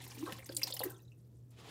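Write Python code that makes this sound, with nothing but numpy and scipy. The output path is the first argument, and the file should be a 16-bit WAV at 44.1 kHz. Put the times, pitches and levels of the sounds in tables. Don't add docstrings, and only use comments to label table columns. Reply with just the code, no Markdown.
import sys
import numpy as np
from scipy import signal
from scipy.io import wavfile

SR = 44100
rng = np.random.default_rng(int(sys.argv[2]) if len(sys.argv) > 2 else 0)


def volts(x):
    e = np.asarray(x, float) / 20
    return 10 ** e


def bounce(signal):
    frames = np.transpose(np.atleast_2d(signal))
    limited = np.clip(frames, -1, 1)
    pcm = np.round(limited * 32767).astype(np.int16)
    wavfile.write(sys.argv[1], SR, pcm)


N = 74970

# pitch_hz, level_db (per Hz)
RUMBLE_COLOUR, RUMBLE_DB = [(30, -30), (80, 0), (200, -10), (420, -17), (750, -36), (2200, -45),
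                            (5000, -50), (16000, -46)], -61.5
HUM_HZ, HUM_DB, HUM_WOBBLE_DB, HUM_WOBBLE_PER_S = 120, -56.5, 1.6, 9

# time_s, level_db
FLOW = [(0, -58.5), (.33, -61.5), (.4, -63), (.435, -70.5), (.46, -67.5), (.485, -68.5), (.51, -61),
        (.56, -72), (.61, -67.5), (.68, -55.5), (.75, -73), (.8, -62.5), (.86, -59), (.95, -68.5),
        (1.05, -78.5), (1.2, -81), (1.7, -83)]
# pitch_hz, level_db (per Hz)
SPRAY_COLOUR, SPRAY_DB = [(180, -21.5), (300, 2.5), (412, -3), (502, -9.5), (5520, -12.5), (16000, -25)], -0.5
FIZZ_PER_S, FIZZ_CYCLES, POUR_END_S = 2200, 40, 1.05
MIST_HZ, MIST_DB = 5150, -0.5

# start_s, peak_db, pitch_hz, cycles_to_die
DROPLETS = [(.003, -49.5, 3970, 40), (.011, -50, 2020, 30), (0.018, -49, 3680, 40),
            (0.041, -52.5, 3450, 35), (0.064, -50, 2000, 25), (0.065, -52, 940, 18), (0.109, -43, 5900, 50),
            (0.112, -56, 1010, 16), (0.117, -49, 3020, 50), (0.151, -52.5, 2370, 45), (.172, -56, 2040, 35),
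            (.352, -51.5, 1070, 25), (.325, -39.5, 2920, 30), (.376, -51, 7200, 60),
            (.391, -51.5, 2010, 30), (.402, -50.5, 2130, 25), (.428, -51, 2250, 50), (0.46, -55, 2000, 25),
            (.497, -48.5, 4930, 90), (.507, -56, 534, 14), (0.523, -48, 3420, 50), (0.551, -48, 4660, 40),
            (0.569, -49, 3320, 60), (0.601, -54.5, 2900, 70), (.620, -53, 1050, 14), (.632, -40, 2700, 30),
            (.645, -46, 5200, 70), (.656, -46.5, 5000, 50), (0.678, -56.5, 3130, 50),
            (0.701, -42.5, 4900, 70), (0.755, -45, 4200, 50), (0.774, -45, 2940, 50), (.801, -43, 3350, 45),
            (0.815, -42.5, 2840, 70), (.820, -40.5, 3700, 60), (.815, -37.5, 890, 16),
            (.866, -53, 1890, 60), (0.876, -54.5, 2690, 60), (0.906, -54, 1530, 60),
            (.326, -41.5, 1785, 25)]
DROPLET_ATTACK_CYCLES = 3.0

# start_s, peak_db, brightness_db_per_octave
SPLASHES = [(0.0377, -35, 3.5), (0.0764, -48, 21.5), (0.1088, -40, -2), (0.145, -46, 20),
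            (0.181, -38.5, 10.5), (0.2694, -34.5, 2.5), (0.3204, -34.5, 2), (0.384, -42.5, 14.5),
            (0.459, -36.5, 5), (0.4895, -43.5, 3.5), (0.5187, -40, 3.5), (0.5482, -37, 15.5),
            (0.5706, -26.5, 9), (0.5924, -41, 14), (0.614, -33.5, 6), (0.631, -24, 5), (0.67, -25.5, 2.5),
            (0.701, -29.5, 5), (0.738, -28.5, 11), (0.7641, -33, 1.5), (0.7937, -31.5, 13.5),
            (0.8349, -25.5, 10.5), (0.897, -36.5, 10.5), (0.9145, -48, 4), (1.0195, -63.5, 25),
            (1.504, -56, 11)]
# pitch_hz, level_db (per Hz)
SPLASH_COLOUR = [(200, -26), (500, -3.5), (1300, -25), (3100, -5), (16000, -17.5)]
SPLASH_T60_S, SPLASH_ATTACK_S = 0.076, 0.0015
SPLASH_DB, SPLASH_GRAIN_DB, SPLASH_NOISE_DB = -11.5, 5.3, -8
SPLASH_FIZZ_PER_S, SPLASH_FIZZ_CYCLES, SPLASH_FIZZ_DB = 3500, 70, 1.0

# start_s, peak_db, pitch_hz
SLAPS = [(.039, -64, 2520), (.227, -48.5, 900), (.3235, -27.5, 2600), (.386, -45, 1090), (.432, -47, 1180),
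         (.491, -40, 2200), (.495, -45.5, 585), (.617, -38, 1860), (.673, -41.5, 802), (.702, -43.5, 660),
         (.8055, -28, 650), (.898, -46, 4000)]
SLAP_CYCLES, SLAP_ATTACK_CYCLES = 3.6, 0.45

# start_s, peak_db, pitch_hz, spread_s
SMALL_BUBBLES = [(.105, -46, 5050, 0.018), (.257, -46, 4030, 0.016), (.445, -44, 7950, 0.0039),
                 (.458, -47.5, 5950, 0.0083), (.492, -42.5, 4960, 0.0069), (.522, -44.5, 4600, 0.0086),
                 (.548, -39, 9000, 0.0065), (.566, -27.5, 7030, 0.0041), (.567, -25, 9260, 0.0032),
                 (.5675, -32, 4670, 0.0024), (.632, -22, 5110, 0.003), (.6362, -24, 4920, .005),
                 (.669, -36.5, 4900, .022), (.672, -37, 4240, 0.022), (.7235, -35, 4020, 0.0063),
                 (.724, -31.5, 4660, 0.0088), (.741, -36.5, 9000, 0.0083), (.766, -41, 5250, 0.006),
                 (.793, -33, 4740, 0.018), (.793, -30, 11150, .005), (.8385, -37, 12400, .005)]
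# start_s, peak_db, pitch_hz
MIDDLE_BUBBLES = [(0.183, -47.5, 2800), (0.323, -82, 1770), (.423, -51, 2210), (.493, -47, 1655),
                  (0.594, -48.5, 2340), (0.617, -36.5, 2240), (.622, -37.5, 2666), (0.705, -41, 3500),
                  (0.725, -31, 3610), (0.769, -42, 3010), (.767, -46.5, 1930), (.793, -54, 2100),
                  (.812, -43.5, 3200), (.833, -35.5, 1937)]
# start_s, peak_db, pitch_hz
BIG_BUBBLES = [
    (.225, -45, 1060),
    (.275, -40, 1110),
    (.387, -47.5, 500),
    (.494, -41.5, 537),
    (.578, -53.5, 554),
    (.673, -44.5, 920),
    (.702, -47, 568),
    (.767, -56.5, 1080),
    (.807, -40, 573),
    (.846, -60, 800),
]
# start_s, peak_db, middle_pitch_hz, length_s
GURGLES = [
    (.262, -47, 1200, 0.06),
    (.265, -50.5, 510, 0.058),
    (0.73, -56, 650, 0.053),
    (.806, -43, 683, .035),
    (.85, -54, 1350, 0.097),
    (0.64, -58.5, 700, 0.023),
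    (0.93, -65.5, 1130, 0.1),
    (0.285, -47.5, 1400, 0.049),
]
BUBBLE_RISE, BUBBLE_ATTACK_CYCLES, BUBBLE_SPREAD_S = 0.078, 3.59, 0.006
CYCLES_AT_1K, CYCLES_GROWTH = 21.2, 0.45
GURGLE_PITCH_SPREAD, SWARM_PITCH_SPREAD, SWARM_LOSS_DB = 0.2654, 0.071, 12
GURGLE_CLIMB = 0.3

# peak_s, peak_db, pitch_hz, swell_s
GULPS = [(0.179, -46.5, 298, 0.0027), (0.217, -42.5, 287.8, 0.016), (.236, -31, 315, 0.0058),
         (.268, -51, 350, 0.011), (0.327, -44, 197, 0.003), (.497, -39.5, 316, 0.0023),
         (.845, -45, 334, 0.0025), (.858, -36.5, 384, 0.004), (.869, -33.5, 345.3, 0.0042),
         (0.888, -46, 368, 0.0036), (.3, -52.5, 507, 0.015)]
# peak_s, peak_db, pitch_hz, swell_s
SINKING = [
    (.527, -53.5, 345, .012),
    (.556, -53.5, 342, .013),
    (.585, -52.5, 309, .009),
    (.585, -53, 578, .008),
]
GULP_RISE, SINK_RISE = 0.06, -0.025

# start_s, peak_db, pitch_hz
DRIPS = [(0.944, -60.5, 3680), (0.96, -62.5, 3370), (0.98, -57.5, 9000), (.909, -46, 9000),
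         (.966, -59, 6300), (.992, -66.5, 2770), (1.002, -67, 3900), (1.031, -64.5, 6200),
         (1.05, -69, 3970), (1.079, -63.5, 3940), (1.118, -59, 2757), (1.369, -67.5, 8900)]
DRIP_CYCLES = 114
DRIP_TWIN, DRIP_TWIN_DB, DRIP_LAG_S = 0.95, -7, 0.003

PAN_DIP_HZ, PAN_DIP_WIDTH_HZ, PAN_DIP_DEPTH = 1370, 910, 0.58
PAN_ECHO_S, PAN_ECHO_DB, PAN_ECHO_HZ = 0.0038, -9, 9000
KITCHEN_T60_S, KITCHEN_DB, WALL_CUT_HZ = 0.33, -18.5, 2400

# time_s, level_db
SLIDE = [
    (1.5, -63),
    (1.56, -74.5),
    (1.59, -59),
    (1.63, -62),
    (1.7, -54),
]
# pitch_hz, level_db (per Hz)
SLIDE_COLOUR = [(200, -1.5), (400, 0.5), (1500, -10), (3300, -8), (6000, -15.5), (16000, -29.5)]


def rms_one(x):
    return x / np.sqrt(np.mean(x ** 2) + 1e-20)


def in_time(rows):
    return np.interp(np.arange(N) / SR, *np.transpose(rows))


def drift(rate):
    r = np.exp(-80 * np.pi * rate / SR)
    slow = signal.lfilter([1], [1, -2 * r, r * r], rng.standard_normal(N // 40 + 2002))[2000:]
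    return np.interp(np.arange(N) / 40, np.arange(len(slow)), rms_one(slow))


def bands(spectrum, patchy_db, rate, tilt=0):
    out, power = 0, 0
    edges = 30 * 2 ** np.arange(0, 9.6, .5)
    white = rng.standard_normal((2, N))
    f, db = np.transpose(spectrum)
    for k, (low, high) in enumerate(zip(edges, edges[1:])):
        hz = np.sqrt(low * high)
        level = np.interp(np.log(hz), np.log(f), db, left=db[0] - 12 * np.log2(f[0] / hz))
        band_pass = signal.butter(2, [low, high], "band", fs=SR, output="sos")
        band = signal.sosfilt(band_pass, white[k % 2])
        out = out + band * volts(level + patchy_db * drift(rate) + tilt * np.log2(hz / 8000))
        power += np.mean(band ** 2) * volts(2 * level)
    return out / np.sqrt(power)


def add(out, s, shape):
    i = max(int(s * SR), 0)
    out[i:i + len(shape)] += shape[:N - i]


def fridge():
    t = np.arange(N) / SR
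    level = volts(HUM_DB + HUM_WOBBLE_DB * drift(HUM_WOBBLE_PER_S))
    hum = np.sqrt(2) * level * np.sin(2 * np.pi * HUM_HZ * t + .3 * drift(4))
    return hum + volts(RUMBLE_DB) * bands(RUMBLE_COLOUR, patchy_db=.8, rate=12)


def fizz(per_s, cycles, tilt=0):
    born = rng.random(N) < per_s * volts(5 * drift(25)) / SR
    strength = volts(4.0 * np.minimum(rng.exponential(1, N), 4))
    pushes = born * strength * rng.choice([-1, 1], N) + 1e-18
    dealt = rng.integers(0, 40, N)
    out, flat = 0, 0
    for k, hz in enumerate(np.geomspace(750, 15000, 40)):
        r, w = volts(-60 * hz / cycles / SR), 2 * np.pi * hz / SR
        ring = signal.lfilter([0, np.sin(w)], [1, -2 * r * np.cos(w), r * r], pushes * (dealt == k))
        ring = (hz / 1000) ** 0.39 * ring
        out = out + ring * volts(tilt * np.log2(hz / 8000))
        flat = flat + ring
    return out / np.sqrt(np.mean(flat ** 2))


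def stream():
    tiny = fizz(FIZZ_PER_S, FIZZ_CYCLES)
    spray = bands(SPRAY_COLOUR, patchy_db=5.0, rate=28) * volts(SPRAY_DB)
    wet = spray + tiny
    high_pass = signal.butter(2, MIST_HZ, "high", fs=SR, output="sos")
    mist = signal.sosfilt(high_pass, wet) * volts(MIST_DB)
    pouring = np.clip((POUR_END_S - np.arange(N) / SR) / 0.25, 0, 1)
    return volts(in_time(FLOW)) * (wet * pouring + mist * (1 - pouring))


def bubble(hz, cycles, phase, attack=BUBBLE_ATTACK_CYCLES):
    t60 = cycles / hz
    t = np.arange(int(t60 * SR)) / SR
    swell = np.sin(np.pi / 2 * np.minimum(t * hz / attack, 1)) ** 2
    fade = volts(-60 * np.maximum(t - attack / hz, 0) / t60)
    climbing = 1 + BUBBLE_RISE * (t / t60 - .3)
    return swell * fade * np.sin(phase + 2 * np.pi * hz * t * climbing)


def droplets():
    out = np.zeros(N)
    for s, db, hz, cycles in DROPLETS:
        add(out, s, volts(db) * bubble(hz, cycles, 0, DROPLET_ATTACK_CYCLES))
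    return out


def splashes():
    gain, weighted = np.zeros(N), np.zeros(N)
    t = np.arange(int(SPLASH_T60_S * SR)) / SR
    for s, db, tilt in SPLASHES:
        fade = volts(db + SPLASH_DB - 60 * t / SPLASH_T60_S)
        shape = fade * (1 - np.exp(-t / SPLASH_ATTACK_S))
        add(gain, s, shape)
        add(weighted, s, shape * tilt)
    tilt = weighted / (gain + 1e-12)
    hiss = bands(SPLASH_COLOUR, patchy_db=SPLASH_GRAIN_DB, rate=14.0, tilt=tilt)
    froth = fizz(SPLASH_FIZZ_PER_S, SPLASH_FIZZ_CYCLES, tilt)
    return gain * (volts(SPLASH_NOISE_DB) * hiss + volts(SPLASH_FIZZ_DB) * froth)


def slaps():
    out = np.zeros(N)
    for s, db, hz in SLAPS:
        add(out, s, -volts(db) * bubble(hz, SLAP_CYCLES, 0, SLAP_ATTACK_CYCLES))
    return out


def swarms(rows, spread, count, climb=0):
    out = np.zeros(N)
    chances = rng.random((len(rows), 3, count))
    for (s, db, hz, length), (when, pitch, phase) in zip(rows, chances):
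        for k in range(count):
            follows = k > 0
            late = (k - when[k]) / max(count - 1, 1) * follows
            detune = spread * np.sqrt(3) * (2 * pitch[k] - 1) * follows
            f = hz * np.exp(detune + climb * (late - .5))
            cycles = CYCLES_AT_1K * (f / 1000) ** CYCLES_GROWTH
            ring = bubble(f, cycles, 2 * np.pi * phase[k])
            add(out, s + late * length, volts(db - SWARM_LOSS_DB * late) * ring)
    return out


def bubbles():
    single = [(*b, BUBBLE_SPREAD_S) for b in MIDDLE_BUBBLES + BIG_BUBBLES]
    out = swarms(SMALL_BUBBLES, SWARM_PITCH_SPREAD, count=4)
    out += swarms(GURGLES, GURGLE_PITCH_SPREAD, count=26, climb=GURGLE_CLIMB)
    out += swarms(single, SWARM_PITCH_SPREAD, count=2)
    return out


def gulps(rows, rise):
    out = np.zeros(N)
    for s, db, hz, swell in rows:
        u = np.arange(-3 * swell * SR, 4 * swell * SR) / SR / swell
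        shape = np.exp(-u ** 2 / 2 / np.where(u < 0, 1, 1.6))
        tone = np.sin(2 * np.pi * hz * swell * u * (1 + rise * u / 2))
        add(out, s - 3 * swell, volts(db) * shape * tone)
    return out


def drips():
    out = np.zeros(N)
    for s, db, hz in DRIPS:
        add(out, s, volts(db) * bubble(hz, DRIP_CYCLES, 0))
        add(out, s + DRIP_LAG_S, volts(db + DRIP_TWIN_DB) * bubble(hz * DRIP_TWIN, DRIP_CYCLES, 0))
    return out


def pan_air(x):
    peak = signal.iirpeak(PAN_DIP_HZ, PAN_DIP_HZ / PAN_DIP_WIDTH_HZ, fs=SR)
    return x - PAN_DIP_DEPTH * signal.lfilter(*peak, x)


def saucepan(x):
    lag, dull = int(PAN_ECHO_S * SR), np.exp(-2 * np.pi * PAN_ECHO_HZ / SR)
    out, echo = x.copy(), x
    for _ in range(3):
        late = np.r_[np.zeros(lag), echo[:-lag]]
        echo = volts(PAN_ECHO_DB) * signal.lfilter([1 - dull], [1, -dull], late)
        out = out + echo
    return out


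def kitchen(x):
    out, dull = np.zeros(N), np.exp(-2 * np.pi * WALL_CUT_HZ / SR)
    lags = (rng.uniform(.011, .035, 10) * SR).astype(int)
    for k, lag in enumerate(lags):
        loop, state = x.copy(), [0.]
        gain = volts(-60 * lag / SR / KITCHEN_T60_S)
        for i in range(lag, N, lag):
            back, state = signal.lfilter([gain * (1 - dull)], [1, -dull], loop[i - lag:i], zi=state)
            loop[i:i + lag] += back[:N - i]
        out += (loop - x) * (-1) ** k
    return out


def slide():
    start = np.clip((np.arange(N) / SR - SLIDE[0][0]) / 0.05, 0, 1)
    return start * volts(in_time(SLIDE) + 2.5) * bands(SLIDE_COLOUR, patchy_db=1.5, rate=40)


def scene():
    in_pan = bubbles() + drips() + droplets() + slaps() + pan_air(splashes())
    pockets = gulps(GULPS, GULP_RISE) + gulps(SINKING, SINK_RISE)
    water = saucepan(in_pan) + pockets + pan_air(stream())
    mix = water + volts(KITCHEN_DB) * kitchen(water) + fridge() + slide()
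    return mix[None]


def band_limit(x):
    return signal.sosfilt(signal.butter(12, 16800, fs=SR, output="sos"), x)


def record(dry):
    low_cut = signal.butter(2, 60, "high", fs=SR, output="sos")
    top_cut = signal.cheby2(12, 60, 16000 * 1.04, fs=SR, output="sos")
    mix = signal.sosfilt(top_cut, signal.sosfilt(low_cut, dry))
    return band_limit(mix)


dry = scene()
out = record(dry)
bounce(out)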